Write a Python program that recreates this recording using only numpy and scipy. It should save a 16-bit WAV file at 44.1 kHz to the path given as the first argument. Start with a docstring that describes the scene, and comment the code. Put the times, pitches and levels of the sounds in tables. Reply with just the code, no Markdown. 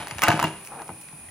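"""Crabs in a plastic tub

Live crabs are handled over a plastic tub in a small room with hard walls. Legs scrabble, then shells
clatter against the tub in a quick run of knocks that set its wall and bottom ringing, with two tiny
squeaks. Claw tips tick and scratch, and a dull scrape and a few soft knocks follow. Behind it all
are a low rumble of handling, quiet room noise and a thin, steady high hiss."""
import sys
import numpy as np
from scipy import signal
from scipy.fft import rfft, irfft
from scipy.io import wavfile
from scipy.ndimage import uniform_filter1d

SR = 44100
rng = np.random.default_rng(int(sys.argv[2]) if len(sys.argv) > 2 else 0)


def transcribe(signal):
    """Save signal, clipped to [-1, 1], as a 16-bit WAV file at the path in sys.argv[1]."""
    frames = np.atleast_2d(signal).T
    limited = np.clip(frames, -1, 1)
    pcm = np.round(limited * 32767).astype(np.int16)
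    wavfile.write(sys.argv[1], SR, pcm)


N = 57330
T = np.arange(N) / SR


def from_db(db):
    """Turn decibels into a number to multiply by."""
    return 10 ** (np.asarray(db) / 20)


def unit_power(x):
    """Scale a sound so that its average power is 1."""
    return x / np.sqrt(np.mean(x ** 2) + 1e-20)


def loudness(points):
    """Join (time_s, level_db) points into a gain for every sample."""
    return from_db(np.interp(T, *np.transpose(points)))


def on_grid(hz, values):
    """Read a curve at every frequency of the FFT."""
    grid_hz = np.arange(N + 1) * SR / (2 * N)
    return np.interp(np.log(grid_hz + 1), np.log(hz), values)


def colour(x, tone):
    """Filter a sound to follow (frequency_hz, level_db) points."""
    gains = from_db(on_grid(*np.transpose(tone)))
    cepstrum = irfft(np.log(gains))[:N]
    cepstrum[1:] *= 2   # minimum phase: nothing sounds before its cause
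    return irfft(rfft(x, 2 * N) * np.exp(rfft(cepstrum, 2 * N)))[..., :N]


def clicks(times_s, heights):
    """Clicks that are each one sample long."""
    out = np.zeros(N)
    samples = (np.asarray(times_s) * SR).astype(int)
    np.add.at(out, np.clip(samples, 0, N - 1), heights)
    return out


def ring(x, hz, fade_s, thin_bass=False):
    """Each click starts a tone that fades by 60 dB in fade_s; thin_bass weakens what lies below it."""
    decay, step = from_db(-60 / (fade_s * SR)), 2 * np.pi * hz / SR
    feed = [.5, 0, -.5] if thin_bass else [0, np.sin(step)]
    return signal.lfilter(feed, [1, -2 * decay * np.cos(step), decay ** 2], x + 1e-18)


def fading_noise(fade_s):
    """Noise that fades by 60 dB in fade_s."""
    return rng.standard_normal(N) * from_db(-60 * np.minimum(T / fade_s, 10))


def friction(levels, tone, slips_per_s):
    """Shell catches and slips on plastic, making many tiny clicks at random moments."""
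    slips = rng.choice([-1, 1], N) * (rng.random(N) < slips_per_s / SR)
    return unit_power(colour(slips, tone)) * loudness(levels)


def stereo(mid, side, width):
    """Left and right share the mid sound; the filtered side sound makes them differ."""
    hz, db, lag_degrees = np.transpose(width)
    response = from_db(on_grid(hz, db)) * np.exp(-1j * np.radians(on_grid(hz, lag_degrees)))
    side = irfft(rfft(side, 2 * N) * response)[:N]
    return np.array([mid + side, mid - side])


# Tone of the room noise: frequency_hz, level_db
NOISE_TONE = [(20, -38), (55, -5), (100, -4.5), (155, 6), (280, -4), (500, -8), (850, -6), (1500, -10.5),
              (2200, -9), (3300, -15.5), (5000, -17.5), (6800, -18), (12000, -21.5), (15500, -23.5)]
# How its left and right differ: frequency_hz, side_db, lag_degrees
NOISE_WIDTH = [(100, -18, 60), (724, -2, 81), (1670, -23, 60), (2400, -4.5, 80), (8000, -0.5, 90),
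               (12000, -1.5, 90)]


def room_noise():
    """Quiet, steady noise, strongest in the bass."""
    mid, side = unit_power(colour(rng.standard_normal((2, N)), NOISE_TONE))
    return from_db(-52) * stereo(mid, side, NOISE_WIDTH)


# Bands of hiss: centre_hz, width_hz, level_db, left_right_likeness (0 to 1)
HISS_BANDS = [(9734, 780, -45, 0.14), (2466, 140, -57, 0), (12350, 520, -70, 0)]


def hiss():
    """Narrow bands of noise make a thin, steady hiss."""
    out = np.zeros((2, N))
    for hz, width_hz, db, alike in HISS_BANDS:
        band = signal.butter(1, [hz - width_hz / 2, hz + width_hz / 2], "band", fs=SR, output="sos")
        noise = signal.sosfilt(band, rng.standard_normal((2, N)))
        mid, side = unit_power(signal.sosfilt(band, noise))   # a second pass steepens the edges
        mid, side = np.sqrt((1 + alike) / 2) * mid, np.sqrt((1 - alike) / 2) * side
        out += from_db(db) * np.array([mid + side, mid - side])
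    return out


# How loud the handling rumbles: time_s, level_db
RUMBLE_LEVELS = [(0, -36), (.05, -54), (.13, -59), (.18, -45), (.24, -53), (.5, -66), (.57, -52),
                 (.64, -75), (.8, -64), (1.05, -67), (1.2, -57), (1.3, -59)]
# Tone of the rumble: frequency_hz, level_db
RUMBLE_TONE = [(25, -28), (52, -4), (90, 6), (160, -10.5), (400, -50)]


def rumble():
    """A dull rumble swells and sinks with the handling."""
    return unit_power(colour(rng.standard_normal(N), RUMBLE_TONE)) * loudness(RUMBLE_LEVELS)


# How hard the legs scrabble: time_s, level_db
LEG_LEVELS = [(0, -33), (.03, -39.5), (.062, -43.5), (.1, -42), (.16, -47.5), (.21, -45), (.24, -29.5),
              (.32, -30.5), (.37, -37.5), (.46, -34), (.51, -47), (.6, -52.5), (1.3, -88)]
# Tone of the legs: frequency_hz, level_db
LEG_TONE = [(80, -7), (400, -3), (800, 4.5), (1500, -1), (2700, -2), (3800, -8.5), (8000, -21.5),
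            (15000, -32)]


def scrabbling_legs():
    """Legs skid over the plastic in a fine crackle."""
    return friction(LEG_LEVELS, LEG_TONE, slips_per_s=810)


# Soft thumps as weight presses on the tub: start_s, level_db, pitch_hz
BUMPS = [(.001, -36, 98.2), (.122, -32, 114), (.158, -31.5, 87), (.286, -13.5, 114), (.436, -22, 136),
         (0.742, -43, 140), (.896, -31, 170), (.918, -35, 101), (1.133, -38.5, 151), (1.2, -50, 105)]


def bumps():
    """A soft push bends the tub, which swings back and quickly settles."""
    swings = sum(ring(clicks([s], from_db(db)), hz, fade_s=0.087, thin_bass=True) for s, db, hz in BUMPS)
    return signal.sosfilt(signal.butter(2, [65, 500], "band", fs=SR, output="sos"), swings)


# Tone of a shell's sharp crack: frequency_hz, level_db
CRACK_TONE = [(300, -14), (1500, 4), (2600, 6.5), (3600, -6), (7000, -5.5), (9500, -12.5), (12000, -6),
              (13300, -18), (15500, -11.5)]


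def cracks(times_s, levels_db, brightness_db):
    """Hard shell meets a surface: a snap and a moment of grit, brighter for a sharper point."""
    out = np.zeros(N)
    treble = signal.butter(1, 8400, "high", fs=SR)
    for s, db, bright_db in zip(times_s, levels_db, brightness_db):
        burst = fading_noise(fade_s=0.014)
        burst[0] = 1.53   # the snap
        burst += (from_db(bright_db) - 1) * signal.lfilter(*treble, burst)
        start = int(s * SR)
        out[start:] += from_db(db) * burst[:N - start]
    return colour(out, CRACK_TONE)


def tub(times_s, blows_db, tones, uneven_db, dull_above_hz):
    """Blows ring part of the tub, each tone by a random amount; the contact gives, dulling the sound."""
    luck_db = uneven_db * rng.standard_normal((len(times_s), len(tones)))
    out = np.zeros(N)
    for k, (hz, db, fade_s) in enumerate(tones):
        blows = clicks(times_s, from_db(blows_db + db + luck_db[:, k]))
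        out += (-1) ** k * ring(blows, hz, fade_s, thin_bass=True)   # neighbours swing opposite ways
    return signal.sosfilt(signal.butter(2, dull_above_hz, fs=SR, output="sos"), out)


def shell_clack(start_s, db, hz, fade_s, overtone_ratio=1.7):
    """A hollow shell rings briefly, with a weaker overtone that dies sooner."""
    blow = clicks([start_s], from_db(db))
    overtone = ring(blow, hz * overtone_ratio, fade_s / overtone_ratio)
    return ring(blow, hz, fade_s) - from_db(-9.5) * overtone


# Shells hitting the tub:
# start_s, shell_db, shell_pitch_hz, shell_fade_s, crack_db, brightness_db, wall_db, bottom_db
KNOCKS = [(.006, -34, 876, 0.049, -45, 8, -39, -52), (.024, -41, 1500, .016, -31, -10, -39.5, -46),
          (0.0707, -27, 875, .014, -24.5, -20, -45, -63), (.1105, -49, 1430, 0.02, -20, -20, -38, -47),
          (0.1836, -33, 1800, 0.034, -17.5, -23, -48, -56), (.192, -22, 930, 0.01, -21, -19, -64, -56),
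          (0.2201, -42, 1290, 0.013, -10.5, 0.5, -28.5, -56),
          (.228, -14, 1188, 0.025, -24.5, 10.5, -30.5, -32.5),
          (.232, -18, 2050, 0.023, -25, 10, -18, -33.5), (.236, -8.5, 1150, 0.0061, -10.5, 9, -26.5, -48),
          (.238, -19, 1180, 0.024, -16, 6, -27.5, -31.5), (0.2439, -14, 1380, 0.022, -15.5, -11, -36, -40),
          (.257, -22, 1010, 0.006, -30, -9, -43, -58), (0.2674, -19.5, 1910, .02, -30, -10, -42, -46),
          (0.2765, -11.5, 1345, 0.016, -30, -7, -27, -28), (0.2827, -7, 726, 0.021, -8.5, 3, -18.5, -27.5),
          (0.2839, -11, 1650, 0.017, -14, -12, -25.5, -42),
          (.288, -13.5, 750, 0.023, -12.5, -11, -26.5, -25), (0.303, -8, 990, 0.011, -16, -15, -29, -28.5),
          (0.3167, -10.5, 1670, 0.0078, -18.5, -15, -25.5, -45),
          (.333, -22, 1080, .016, -33, -10, -31, -24.5), (.365, -28, 890, 0.019, -31, -10, -34.5, -56),
          (.375, -21, 960, .016, -26, -10, -34, -34), (0.3929, -8.5, 1080, 0.0094, -20.5, -13, -29, -41),
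          (0.3982, -17, 1260, 0.025, -13.5, -18, -34.5, -40), (.415, -18, 1410, 0.012, -30, -6, -43, -32),
          (0.4272, -12, 968, 0.033, -17, 5.5, -30.5, -30),
          (.441, -7.5, 1060, 0.0075, -16, -0.5, -27, -23.5), (0.4433, -24, 1530, 0.013, -25, -9, -32, -36),
          (0.7194, -32, 810, 0.04, -54, -8, -53, -67), (0.794, -38, 1644, 0.038, -43, -10, -62, -63),
          (.819, -20.5, 910, .012, -31, -4, -42, -54), (.892, -22, 890, 0.014, -45, -7, -39.5, -42),
          (.903, -25, 755, 0.015, -53, -10, -50.5, -42), (1.127, -38.5, 860, 0.021, -45, -18, -56, -52),
          (1.287, -40.5, 1960, .03, -45, -8, -65, -58)]
# Ringing tones of the tub's wall: pitch_hz, level_db, fade_s
WALL_TONES = [(391.7, -18, 0.61), (627, -9, .09), (658.3, -8.5, 0.092), (707, -6.5, 0.14), (849, -6.5, .14),
              (892, -10, 0.22), (949.5, -9, .11), (1044, -9.5, 0.12), (1231, -4.5, 0.11), (1314, -18, .09),
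              (1521, -8.5, 0.09), (1662, -13, .11), (2030, -11, 0.085), (2305, -11, 0.084),
              (2787, -11.5, .1)]
# Ringing tones of the tub's bottom: pitch_hz, level_db, fade_s
BOTTOM_TONES = [(100, -9, 0.19), (113, -6.5, 0.089), (155.5, -5.5, 0.21), (198, -5, 0.11), (255, -5, 0.068),
                (321.3, -4, 0.17), (422, -6, 0.025)]


def knocks():
    """Each knock makes a sharp crack, rings the shell, and shakes the tub's wall and bottom."""
    start_s, *_, crack_db, brightness_db, wall_db, bottom_db = np.transpose(KNOCKS)
    shells = sum(shell_clack(s, db, hz, fade_s) for s, db, hz, fade_s, *_ in KNOCKS)
    snaps = cracks(start_s, crack_db, brightness_db)
    wall = tub(start_s, wall_db, WALL_TONES, uneven_db=4.5, dull_above_hz=3560)
    bottom = tub(start_s, bottom_db, BOTTOM_TONES, uneven_db=2.95, dull_above_hz=700)
    return shells + snaps + wall + bottom


# Light taps of claw tips: start_s, level_db, brightness_db
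CLAW_TICKS = [(0.083, -27, 6), (0.149, -35, -5), (.611, -49, 16), (0.649, -37.5, 8), (0.673, -35, 10),
              (0.879, -43.5, 14), (1.014, -41.5, 9), (1.086, -33, -9)]


def claw_ticks():
    """A claw tip makes a small crack with no ringing."""
    return cracks(*np.transpose(CLAW_TICKS))


# Tiny squeaks of shell on plastic: loudest_at_s, level_db, pitch_hz
SQUEAKS = [(.309, -30.5, 2727), (0.446, -21.5, 2788)]


def squeaks(rise_s=.006, fall_s=.007, waver_hz=25):
    """Shell sticks and slips, making a wavering tone that quickly swells and dies."""
    out = np.zeros(N)
    for peak_s, db, hz in SQUEAKS:
        waver = unit_power(uniform_filter1d(rng.standard_normal(N), size=200))
        phase = 2 * np.pi * np.cumsum(hz + waver_hz * waver) / SR
        from_peak = np.where(T < peak_s, (peak_s - T) / rise_s, (T - peak_s) / fall_s)
        swell = np.exp(-np.minimum(from_peak, 20))
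        out += from_db(db) * swell * np.sin(phase)
    return out


# How hard the claw tips scratch: time_s, level_db
SCRATCH_LEVELS = [(.59, -80), (.63, -66), (.655, -47), (.69, -56), (.73, -75), (.86, -66), (.98, -75),
                  (1.02, -51), (1.06, -71)]
# Tone of the scratching: frequency_hz, level_db
SCRATCH_TONE = [(2000, -23), (6000, -1), (10000, -1), (12000, -4), (15500, -0.5)]


def claw_scratches():
    """Claw tips slide on the plastic with a thin, high scratch."""
    return friction(SCRATCH_LEVELS, SCRATCH_TONE, slips_per_s=1200)


# How hard a shell is dragged: time_s, level_db
SCRAPE_LEVELS = [(.66, -60.5), (.71, -46.5), (.75, -41), (.78, -40.5), (.81, -37), (.84, -53), (.88, -51.5),
                 (.95, -62)]
# Tone of the scrape: frequency_hz, level_db
SCRAPE_TONE = [(80, -12), (250, -1), (500, -1), (850, 6.5), (1250, 0), (1700, -7), (2300, -17.5),
               (3500, -25), (12000, -47)]


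def shell_scrape():
    """A shell drags over the plastic with a dull scrape."""
    return friction(SCRAPE_LEVELS, SCRAPE_TONE, slips_per_s=1200)


# Tone of the room's echo: frequency_hz, level_db
ECHO_TONE = [(60, -25.5), (150, -3), (260, -1.5), (400, 3.5), (900, -5.5), (2500, -2.5), (5000, -1.5),
             (9000, 0), (15000, -27)]


def room_echo(x, fade_s=0.44, delay_s=0.0029):
    """Sound bounces between the hard walls and blurs into a short tail."""
    tail = colour(fading_noise(fade_s) * (T > delay_s), ECHO_TONE)
    noise_energy = fade_s * SR / (2 * np.log(1000))
    tail *= from_db(-7) / np.sqrt(noise_energy)
    return signal.fftconvolve(x, tail)[:N]


# How the crabs differ left and right, least in the bass: frequency_hz, side_db, lag_degrees
CRAB_WIDTH = [(100, -28, 30), (350, -18, 25), (706, -9, 40), (1000, -16.5, 70), (1530, -30, 130),
              (1960, -16.5, 190), (2280, -2, 270), (3770, -5, 260), (5300, -2, 464), (8000, -5, 440),
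              (12000, -0.5, 453)]


def scene():
    """Crabs and tub up close, with the room's echo and the background sounds."""
    crabs = knocks() + claw_ticks() + bumps() + squeaks()
    crabs += scrabbling_legs() + shell_scrape() + claw_scratches()
    mid, side = crabs + room_echo(crabs), crabs + room_echo(crabs)   # each gets its own random echo
    return stereo(mid, side, CRAB_WIDTH) + rumble() + room_noise() + hiss()


def record(dry):
    """Take away the deepest bass and the highest treble."""
    dry = signal.sosfilt(signal.butter(2, 45, "high", fs=SR, output="sos"), dry)
    return signal.sosfilt(signal.cheby2(12, 70, 17000, fs=SR, output="sos"), dry)


dry = scene()
out = record(dry)
transcribe(out)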